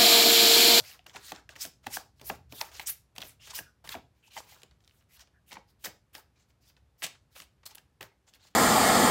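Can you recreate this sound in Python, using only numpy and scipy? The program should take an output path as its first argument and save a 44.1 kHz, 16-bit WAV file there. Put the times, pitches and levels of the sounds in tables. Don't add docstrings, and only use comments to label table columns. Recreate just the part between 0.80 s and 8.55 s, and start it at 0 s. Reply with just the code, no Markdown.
import sys
import numpy as np
from scipy import signal
from scipy.fft import rfft, irfft
from scipy.io import wavfile
from scipy.ndimage import uniform_filter1d

SR = 44100
rng = np.random.default_rng(int(sys.argv[2]) if len(sys.argv) > 2 else 0)


def master(y):
    cut = np.clip(np.atleast_2d(y).T, -1, 1)
    pcm = np.round(cut * 32767)
    wavfile.write(sys.argv[1], SR, pcm.astype(np.int16))


def ratio(d):
    e = np.asarray(d, float) / 20
    return 10 ** e


N = 341775

# frequency in Hz, level in dB per Hz.
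CRACK_SPECTRUM = [(1500, -6), (3000, 3), (5000, -1.5), (8000, -7), (12000, -13), (16000, -7.5)]


def rms_one(x):
    return x / np.sqrt(np.mean(x ** 2) + 1e-20)


def at_hz(points, hz):
    points = np.array(points)
    return np.interp(np.log(hz), np.log(points[:, 0]), points[:, 1])


def coloured(x, spectrum):
    hz = np.arange(len(x) // 2 + 1) * SR / len(x) + 1
    return irfft(rfft(x) * ratio(at_hz(spectrum, hz)), len(x))


def band(x, low_hz, high_hz):
    return signal.sosfilt(signal.butter(2, [low_hz, high_hz], "band", fs=SR, output="sos"), x)


def drift(rate_hz):
    r = np.exp(-2 * np.pi * rate_hz / SR)
    return rms_one(signal.lfilter([1], [1, -2 * r, r * r], rng.standard_normal(N)))


def burst(t, touch_s):
    return t / touch_s * np.exp(1 - t / touch_s)


def falling(t, hz, fall, settle_s):
    return np.sin(2 * np.pi * hz * (t + fall * settle_s * (1 - np.exp(-t / settle_s))))


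def add_at(out, start_s, sound):
    start = round(start_s * SR)
    out[start:start + len(sound)] += sound


def hands(t):
    # share of the stroke 0-1, rasp in dB re peak, flexing in dB re rasp,
    # sheen in dB re the stroke's own.
    drop_shape = [(0, -25, 0.5, -7), (.55, 2, -26.5, 0), (1, -5, -13.5, 4.5)]
    push_shape = [(0, -18, -4.5, -3), (.5, -11, -13.5, 5), (1, -1, -11.5, -1.5)]
    glide_shape = [(0, -17, -4.5, -2.5), (.3, -6, -16, -0.5), (1, 1.5, -16, -0.5)]
    rub_shape = [(0, -11, 2, 0.004), (.55, -1, -16.5, 0.00093), (1, -12.5, 0.5, 0)]
    settle_shape = [(0, -3.5, 11.5, 0.014), (.4, -2.5, -4, 0), (1, -9, 2, 0)]
    fan_shape = [(0, -2, -2, 1.5), (.5, 2, -16, -2.5), (1, -6.5, -11, -5)]
    long_shape = [(0, -15, -3.5, -12), (.3, 2, -31, -3), (1, -0.5, -17.5, 0.5)]
    # start and end in seconds, peak rasp in dB,
    # resonance of the air gap between packets in Hz, sheen of the coating in dB re rasp.
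    drops = [
        (0.772, 0.8515, -38, 5940, -2),
        (1.082, 1.183, -37.5, 5360, -1),
        (2.719, 2.781, -36.5, 5500, 0.5),
    ]
    pushes = [(1.357, 1.435, -61.5, 4759, -4), (1.44, 1.501, -40, 5330, 8), (1.692, 1.733, -52, 3400, -7),
              (1.801, 1.809, -36, 5160, 4.5), (4.374, 4.407, -49, 2470, -13.5), (4.99, 5.037, -59, 3100, 1),
              (5.328, 5.348, -48.5, 2500, -1), (6.176, 6.218, -57.5, 5083, 3)]
    glides = [(4.285, 4.385, -59.5, 2600, 1.5), (2.597, 2.68, -50, 3100, -11),
              (3.42, 3.478, -63.5, 2700, -7.5), (3.5, 3.562, -49.5, 2700, -11),
              (5.805, 5.895, -65, 5000, -3), (0.394, 0.504, -47, 4000, -4), (4.0, 4.8, -64.5, 1400, -1.5),
              (1.73, 1.795, -50, 3600, 7), (4.66, 4.712, -61, 3000, 6.5), (6.505, 6.56, -63.5, 1900, 2)]
    rubs = [(0.006, 0.16, -47.5, 4930, -5), (0.331, 0.393, -46.5, 1820, -16),
            (1.912, 2.014, -45.5, 3000, -10), (2.383, 2.451, -48, 3000, -7),
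            (2.694, 2.718, -38.5, 3080, -14), (3.095, 3.148, -38.5, 1910, -5),
            (3.664, 3.763, -51, 2520, -6), (4.21, 4.23, -72, 1590, -5), (4.705, 4.749, -46.5, 2080, -16),
            (4.872, 4.923, -67, 4720, -6), (5.557, 5.646, -65, 4240, -19), (5.682, 5.716, -66.5, 2330, -11),
            (6.875, 6.893, -57, 4000, 2), (6.894, 6.926, -51.5, 3000, -9), (7.465, 7.506, -58.5, 3160, -14),
            (7.529, 7.565, -56, 3080, -6.5), (7.595, 7.68, -57, 3450, -20),
            (7.651, 7.692, -55.5, 4500, -12), (7.687, 7.73, -70.5, 3130, -12),
            (3.343, 3.422, -71.5, 2840, -11.5), (1.027, 1.072, -58.5, 2390, -7)]
    settles = [(0.0, 0.018, -40, 3700, -14), (0.26, 0.313, -54, 1720, -16), (0.515, 0.594, -49, 1600, -20),
               (0.693, 0.734, -50, 3120, -15.5), (1.171, 1.21, -47, 1530, -3),
               (1.498, 1.551, -49.5, 1420, -6), (1.824, 1.893, -49, 2080, -4), (2, 2.034, -44.5, 2330, -6),
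               (7.206, 7.252, -47.5, 1850, -8), (3.763, 3.834, -62, 2730, -7),
               (3.917, 3.953, -75, 2320, -25), (4.437, 4.49, -84, 5180, -16.5),
               (4.78, 4.787, -60, 4670, -12.5), (5.351, 5.4, -50.5, 1790, -4.5),
               (5.969, 5.975, -65.5, 1690, -13), (6.97, 6.997, -56.5, 1690, -12),
               (2.351, 2.4, -60, 2410, 1), (3.04, 3.1, -53.5, 3140, -2.5), (0.761, 0.79, -50.5, 5450, -13),
               (3.604, 3.674, -63, 2770, 1), (1.067, 1.094, -46.5, 1590, -15)]
    fans = [(2.437, 2.52, -55, 2360, 4), (3.557, 3.605, -46, 2040, -8), (6.552, 6.636, -51, 3020, -4),
            (5.039, 5.068, -38.5, 5340, 1), (6.223, 6.253, -32, 3050, -6), (6.854, 6.875, -45, 4200, 1.5)]
    longs = [
        (2.057, 2.102, -38, 9000, 0.0067),
    ]
    # shape, strokes, strength of the gap resonance in dB, its slide over the stroke in octaves.
    kinds = [(drop_shape, drops, 2.66, 0.0053), (glide_shape, glides, 7.2, 0.15),
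             (push_shape, pushes, 5.0, 0.05), (rub_shape, rubs, 4.4, 0.05),
             (settle_shape, settles, 4.4, -0.05), (fan_shape, fans, 2.9, -0.1), (long_shape, longs, 11, 0.83)]
    release_db_per_s = 697
    strokes = sorted((*row, shape, *gap) for shape, rows, *gap in kinds for row in rows)
    controls = np.zeros((5, len(t))) + [[-120], [0], [0], [3000], [0]]
    for start, end, rasp_db, gap_hz, sheen_db, shape, gap_db, slide in strokes:
        on = t >= start
        share, *columns = np.transpose(shape)
        moments = start + share * (end - start)
        for k, (column, own_db) in enumerate(zip(columns, (rasp_db, 0, sheen_db))):
            controls[k, on] = np.interp(t[on], moments, column) + own_db
        controls[3, on] = gap_hz * 2 ** (slide * np.interp(t[on], [start, end], [-.5, .5]))
        controls[4, on] = gap_db
        controls[0, on] -= release_db_per_s * np.maximum(t[on] - end, 0)
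    return controls


def slides(patchy_db=2.5, grit=0.51, gap_octaves=0.27, chatter_db=1.0):
    # frequency in Hz, level in dB per Hz.
    friction_spectrum = [(180, -56), (300, -18.5), (1430, -8), (4370, -5), (7500, -5), (9200, -7),
                         (14500, -3.5), (16000, -7.5)]
    step = 32
    t = np.arange(0, N, step) / SR
    rasp_db, flex_db, sheen_db, gap_hz, gap_db = hands(t)
    grains = (rng.random((2, N)) < 1500 / SR) * rng.standard_normal((2, N)) * 5.4
    friction = rng.standard_normal((2, N)) + grit * grains
    edges = 280 * 2 ** np.arange(0, 6.1, 1 / 4)
    patches = rms_one(uniform_filter1d(rng.standard_normal((len(edges), len(t))), size=30))
    patches = rms_one(uniform_filter1d(uniform_filter1d(patches, size=20), size=3, axis=0))
    out = 0
    for k, (low, high) in enumerate(zip(edges, edges[1:])):
        hz = np.sqrt(low * high)
        dull = at_hz([(900, 0.92), (2600, 0.0082)], hz)
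        bright = at_hz([(7000, 0.033), (11000, 0.87)], hz)
        gap = gap_db * np.exp(-(np.log2(hz / gap_hz) / gap_octaves) ** 2)
        db = at_hz(friction_spectrum, hz) + dull * (flex_db + 15.5) + bright * sheen_db
        db = db + gap + patchy_db * patches[k]
        out = out + np.repeat(ratio(db), step)[:N] * band(friction[k % 2], low, high)
    pressure = signal.lfilter([.01], [1, -.99], np.repeat(ratio(rasp_db), step)[:N])
    return out * pressure * ratio(chatter_db * drift(120) + 5.5)


def slaps(touch_ms=1.71):
    # start in seconds, edge crack peak in dB, knock peak in dB,
    # knock pitch in Hz, palm thump peak in dB.
    first_round = [(0.2645, -32.5, -50, 1550, -59), (0.3484, -41, -45.5, 740, -52.5),
                   (0.3655, -29, -44, 930, -51.5), (0.5191, -22.5, -36.5, 765, -43.5),
                   (0.691, -33.5, -44, 1540, -82), (0.7612, -33, -45, 1800, -56),
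                   (0.8496, -62, -43.5, 1540, -45), (1.067, -20, -33, 804, -43),
                   (1.1695, -27, -36, 740, -49.5), (1.4135, -31.5, -56, 860, -48),
                   (1.499, -23, -29.5, 758, -36), (1.7231, -29, -56, 680, -45),
                   (1.8125, -16.5, -32, 890, -75), (1.9959, -23, -40.5, 846, -77),
                   (2.3811, -21.5, -51, 730, -44.5), (2.4327, -32, -48, 640, -49),
                   (2.7888, -34.5, -36, 1616, -45.5), (3.0745, -31.5, -45, 1740, -60.5),
                   (3.0906, -19, -44.5, 1590, -72), (3.1417, -41, -38.5, 916, -50),
                   (3.1505, -48, -36.5, 680, -38)]
    loose_round = [(3.5658, -31, -37.5, 851, -73), (3.575, -30, -40, 876, -55),
                   (3.832, -48, -59, 427, -58.5), (4.4214, -49, -63, 688, -82), (4.728, -28, -49, 870, -53),
                   (4.7682, -56, -41, 886, -49), (5.068, -42, -40.5, 1650, -43.5),
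                   (5.3503, -25.5, -46, 1950, -60.5), (6.2405, -27, -41.5, 690, -46),
                   (6.6008, -29.5, -52, 1120, -56), (6.981, -34.5, -52, 1630, -71),
                   (7.2089, -27, -39.5, 1850, -48.5), (7.227, -27.5, -44, 1670, -55.5)]
    rows = first_round + loose_round
    t, touch = np.arange(round(.1 * SR)) / SR, touch_ms / 1000
    cracks, knocks = np.zeros((2, N + len(t)))
    noises = rng.standard_normal((len(rows), len(t)))
    for (start, crack_db, knock_db, hz, thump_db), noise in zip(rows, noises):
        add_at(cracks, start, ratio(crack_db - 7.5) * burst(t, 0.72 * touch) * noise)
        knock = burst(t, 0.00076 + 0.95 / hz) * falling(t, hz, fall=0.5, settle_s=0.00077)
        rattle = 1.1 * burst(t, touch) * band(noise, 1400, 3000)
        thump = burst(t, 0.01) * (falling(t, 160, 1.3, 0.0066) + 14.2 * band(noise, 85, 750))
        add_at(knocks, start, ratio(knock_db + 3.5) * (knock + rattle) + ratio(thump_db - 13.5) * thump)
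    return coloured(cracks, CRACK_SPECTRUM)[:N] + knocks[:N]


def rings():
    # start in seconds, frequency in Hz, peak in dB, swell in ms.
    modes = [(0.52, 1110, -40.5, 1.7), (1.068, 1190, -39, 1.1), (1.5, 1260, -34, 1.5),
             (1.816, 634, -37, 1.7), (1.843, 840, -46, 2), (3.58, 656, -41.5, 2.9),
             (1.524, 610, -43.5, 2.4), (0.192, 724, -56, 4.0), (1.074, 302, -39, 1.8),
             (3.724, 2060, -55, 2.1), (3.722, 790, -51, 1.3), (0.762, 2200, -47, 1.4),
             (0.264, 2830, -44.5, 1.9), (0.518, 2440, -46, 2.2), (0.850, 657, -44, 2.2),
             (1.0666, 1740, -41, 2), (1.0676, 2750, -38, 0.9), (1.1699, 1600, -28, 1.1),
             (1.1695, 2030, -38, 1.5), (1.4992, 1675, -33, 2), (1.4992, 2530, -44, 1.4),
             (1.511, 680, -41, 2.9), (1.8125, 2210, -29, 0.89), (1.8133, 4250, -27, 0.82),
             (1.812, 5440, -24.5, 0.67), (1.826, 840, -43, 2.5), (1.997, 1664, -40, 2),
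             (1.996, 2170, -34.5, 1.2), (2.419, 3290, -34.5, 1.2), (2.788, 880, -39, 1.1),
             (2.788, 2820, -40.5, 1.5), (3.567, 2090, -45.5, 3.4), (3.573, 850, -35.5, 2.8),
             (3.567, 3120, -46.5, 3.8), (5.352, 2860, -50, 1.8), (5.351, 5460, -48, 1.2),
             (5.381, 895, -50, 3.6), (6.221, 2100, -34.5, 0.86), (6.914, 870, -55, 2.9),
             (7.2087, 3190, -51, 1.3), (7.2277, 3200, -47, 1.5), (7.2275, 590, -50, 1.4),
             (3.479, 890, -57.5, 1.8), (2.734, 990, -44, 2.6)]
    t = np.arange(round(.05 * SR)) / SR
    out = np.zeros(N + len(t))
    for start, hz, db, swell_ms in modes:
        add_at(out, start, ratio(db) * burst(t, swell_ms / 1000) * np.sin(2 * np.pi * hz * t))
    return out[:N]


def ticks(touch_ms=1.0):
    # start in seconds, peak in dB, dull part in dB re peak.
    first_round = [(0.0384, -37, -14), (0.3573, -36.5, 1), (0.7548, -36, -10), (1.039, -66.5, 15),
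                   (1.0631, -30, -23), (1.396, -41, -14), (2.362, -31, -18.5), (2.4039, -29.5, -19),
                   (2.4168, -22, -18), (2.6724, -32, -12.5), (3.0485, -37, -12)]
    squaring = [(3.721, -44, -10), (3.818, -38.5, -22), (3.8322, -29, -30), (3.9105, -44, -16.5),
                (4.0045, -48.5, -23), (4.0388, -47, -32), (4.0527, -52, -20), (4.076, -39, -27.5),
                (4.2094, -54, -10), (4.394, -35.5, -21), (4.4728, -46, -15.5)]
    loose_round = [(4.7167, -33.5, -3.5), (4.74, -32, -24), (4.7535, -39.5, -2), (5.0442, -25, -10.5),
                   (5.0558, -23, -11), (5.8989, -45, -15.5), (5.966, -45.5, -14), (6.2207, -23.5, -11.5),
                   (6.2647, -19, -21), (6.3495, -45.5, -7.5), (6.561, -36, -8), (6.6194, -32, -22),
                   (6.832, -46, -7.5), (6.8628, -25, -38), (6.916, -52, -17), (6.9485, -34, -22),
                   (6.9528, -30.5, -41), (7.4765, -47, -9), (7.537, -38.5, -29), (6.778, -67, -5),
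                   (7.736, -59, -5), (7.553, -46.5, -9)]
    rows = first_round + squaring + loose_round
    firm_db, firm_hz, dulling = -39.5, 12000, 0.65
    t = np.arange(round(.02 * SR)) / SR
    sharp, dull = np.zeros((2, N + len(t)))
    for (start, db, dull_db), noise in zip(rows, rng.standard_normal((len(rows), 2, len(t)))):
        top_hz = min(firm_hz * ratio(dulling * (db - firm_db)), .45 * SR)
        add_at(sharp, start, ratio(db - 9.5) * burst(t, touch_ms / 1000) * band(noise[0], 200, top_hz))
        add_at(dull, start, ratio(db + dull_db + 2.0) * burst(t, 3.9 * touch_ms / 1000) * noise[1])
    return (coloured(sharp, CRACK_SPECTRUM) + band(dull, 500, 3000))[:N]


def flicks(touch_ms=0.62, spread=1.4):
    # start in seconds, peak in dB, centre in Hz.
    snaps = [(0.001, -36, 2500), (0.049, -41, 4000), (0.115, -43, 3000), (0.128, -46, 3780),
             (0.192, -42, 2630), (0.243, -64, 7500), (0.561, -39, 4000), (0.859, -42, 4500),
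             (2.782, -34, 2500), (3.051, -47, 4500), (3.746, -47, 5000), (3.860, -55, 3500),
             (4.711, -38, 2500), (5.705, -60.5, 3000), (5.972, -62.5, 5000), (3.1528, -35.5, 2520),
             (0.296, -38, 3020), (0.305, -45, 2500), (0.36, -36, 5030), (0.55, -42, 5000),
             (0.852, -28, 5000), (2.0006, -23.5, 2440), (2.013, -33, 2500), (2.426, -31.5, 2520),
             (2.648, -48, 3190), (4.046, -54.5, 4500), (4.095, -52, 3000), (4.110, -54, 2220),
             (4.154, -71, 3000), (4.224, -60, 2800), (4.241, -67.5, 7030), (5.047, -26, 7050),
             (5.054, -35, 5540), (5.344, -46, 2480), (5.357, -40.5, 3500), (5.361, -44, 4000),
             (5.364, -43, 3000), (5.381, -42.5, 4500), (6.229, -32.5, 2500), (6.244, -32, 5000),
             (6.908, -47, 3030), (6.949, -39, 12500), (6.954, -34.5, 10900), (7.212, -43, 2500),
             (7.2208, -38, 3000)]
    t = np.arange(round(.012 * SR)) / SR
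    out = np.zeros(N + len(t))
    for (start, db, hz), noise in zip(snaps, rng.standard_normal((len(snaps), len(t)))):
        snap = rms_one(band(noise, hz / spread, min(hz * spread, .45 * SR)))
        add_at(out, start, ratio(db - 6.5) * burst(t, touch_ms / 1000) * snap)
    return out[:N]


def rough_tones(rows, width_hz):
    out, flutter = np.zeros(N), np.array([drift(width_hz), drift(width_hz)])
    for start, end, from_hz, to_hz, db in rows:
        span = slice(round(start * SR), round(end * SR))
        part = np.linspace(0, 1, span.stop - span.start)
        phase = 2 * np.pi * np.cumsum(from_hz + (to_hz - from_hz) * part) / SR
        tone = flutter[0, span] * np.sin(phase) + flutter[1, span] * np.cos(phase)
        out[span] += ratio(db) * np.sin(np.pi * part ** 0.52) ** .5 * tone
    return out


def squeaks():
    # start and end in seconds, start and end pitch in Hz, level in dB.
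    cries = [
        (0.58, 0.604, 12000, 12200, -79),
        (2.805, 2.918, 1620, 1440, -64.5),
        (2.8, 2.917, 7900, 5190, -79.5),
        (4.538, 4.602, 1600, 1700, -71.5),
        (7.252, 7.334, 2000, 2100, -73),
    ]
    return rough_tones(cries, width_hz=130.0)


def chafes():
    # start and end in seconds, start and end pitch in Hz, level in dB.
    whistles = [(0.04, 0.135, 2400, 2810, -59), (0.805, 0.838, 5300, 5150, -42),
                (0.81, 0.85, 8000, 7900, -45), (1.135, 1.163, 5500, 5000, -41),
                (2.062, 2.092, 5700, 5860, -40.5), (2.595, 2.682, 2780, 3550, -62),
                (2.61, 2.655, 5200, 5250, -63), (2.742, 2.782, 5200, 5100, -46.5),
                (3.428, 3.48, 2900, 2490, -66), (3.5, 3.56, 3000, 2850, -69),
                (3.505, 3.56, 4100, 4010, -66), (4.3, 4.37, 2000, 2200, -75), (4.88, 4.92, 5000, 4930, -77),
                (5.555, 5.585, 2400, 2200, -77), (5.87, 5.905, 3500, 3510, -74),
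                (7.61, 7.65, 4500, 4000, -67)]
    return rough_tones(whistles, width_hz=310.0)


def room(x, first_wall_ms=4.2):
    # frequency in Hz, T60 in seconds.
    t60 = [(200, 1), (1000, 0.42), (4000, 0.31), (12000, 0.18)]
    # frequency in Hz, time kept in seconds.
    tail_kept = [(500, 0.12), (3000, 0.14), (12000, 0.63)]
    t = np.arange(round(.45 * SR)) / SR
    edges, white = 120 * 2 ** np.arange(0, 7.6, .5), rng.standard_normal((2, len(t)))
    tail = 0
    for k, (low, high) in enumerate(zip(edges, edges[1:])):
        decay = ratio(-60 * t / at_hz(t60, low))
        swallowed = np.exp(-(t / at_hz(tail_kept, low)) ** 3.7)
        tail = tail + band(white[k % 2], low, high) * decay * swallowed
    tail = tail * (1 - np.exp(-(1000 * t / first_wall_ms) ** 2))
    return signal.fftconvolve(x, tail / np.linalg.norm(tail))[:N]


def ambience(hiss_db=-70.5):
    # frequency in Hz, level in dB per Hz.
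    hum_and_hiss = [(18, -44), (30, -27.5), (58, 3), (86, -0.5), (364, -14.5), (1350, -23), (5170, -32.5),
                    (15000, -39.5)]
    # time in seconds, level in dB.
    movement = [(0.0, -44), (0.04, -69.5), (1.04, -67), (1.08, -56), (1.29, -70), (1.53, -58),
                (2.29, -70.5), (2.39, -57), (2.55, -67.5), (2.85, -63), (2.98, -95), (3.06, -59.5),
                (3.5, -79), (3.54, -69), (7.19, -75.5), (7.23, -60), (7.38, -86), (7.75, -77)]
    hiss = ratio(hiss_db) * rms_one(coloured(rng.standard_normal(N), hum_and_hiss))
    hiss = signal.sosfilt(signal.butter(8, 14000, fs=SR, output="sos"), hiss)
    white = rng.standard_normal((2, N))
    rumble = rms_one(band(white[0], 54, 75)) + 1.12 * rms_one(band(white[1], 73, 135))
    seconds, db = np.transpose(movement)
    rumble_db = np.interp(np.arange(N) / SR, seconds, db) - 2.5 + 1.7 * drift(2.8)
    return hiss + ratio(rumble_db) * rumble


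def scene():
    cards = slides() + ticks() + flicks() + squeaks() + chafes()
    landings = slaps()
    body = rings()
    tail = ratio(-12) * room(cards + ratio(-5) * landings + ratio(-12) * body)
    return (cards + landings + body + tail + ambience())[None]


def roll_off(x):
    return signal.sosfilt(signal.butter(12, 16820, fs=SR, output="sos"), x)


def record(dry):
    cut = signal.sosfilt(signal.cheby1(10, .5, 15800, fs=SR, output="sos"), dry)
    cut = .985 * cut + .015 * dry
    mix = signal.sosfilt(signal.butter(2, 32, "high", fs=SR, output="sos"), cut)
    return roll_off(mix)


dry = scene()
out = record(dry)
master(out)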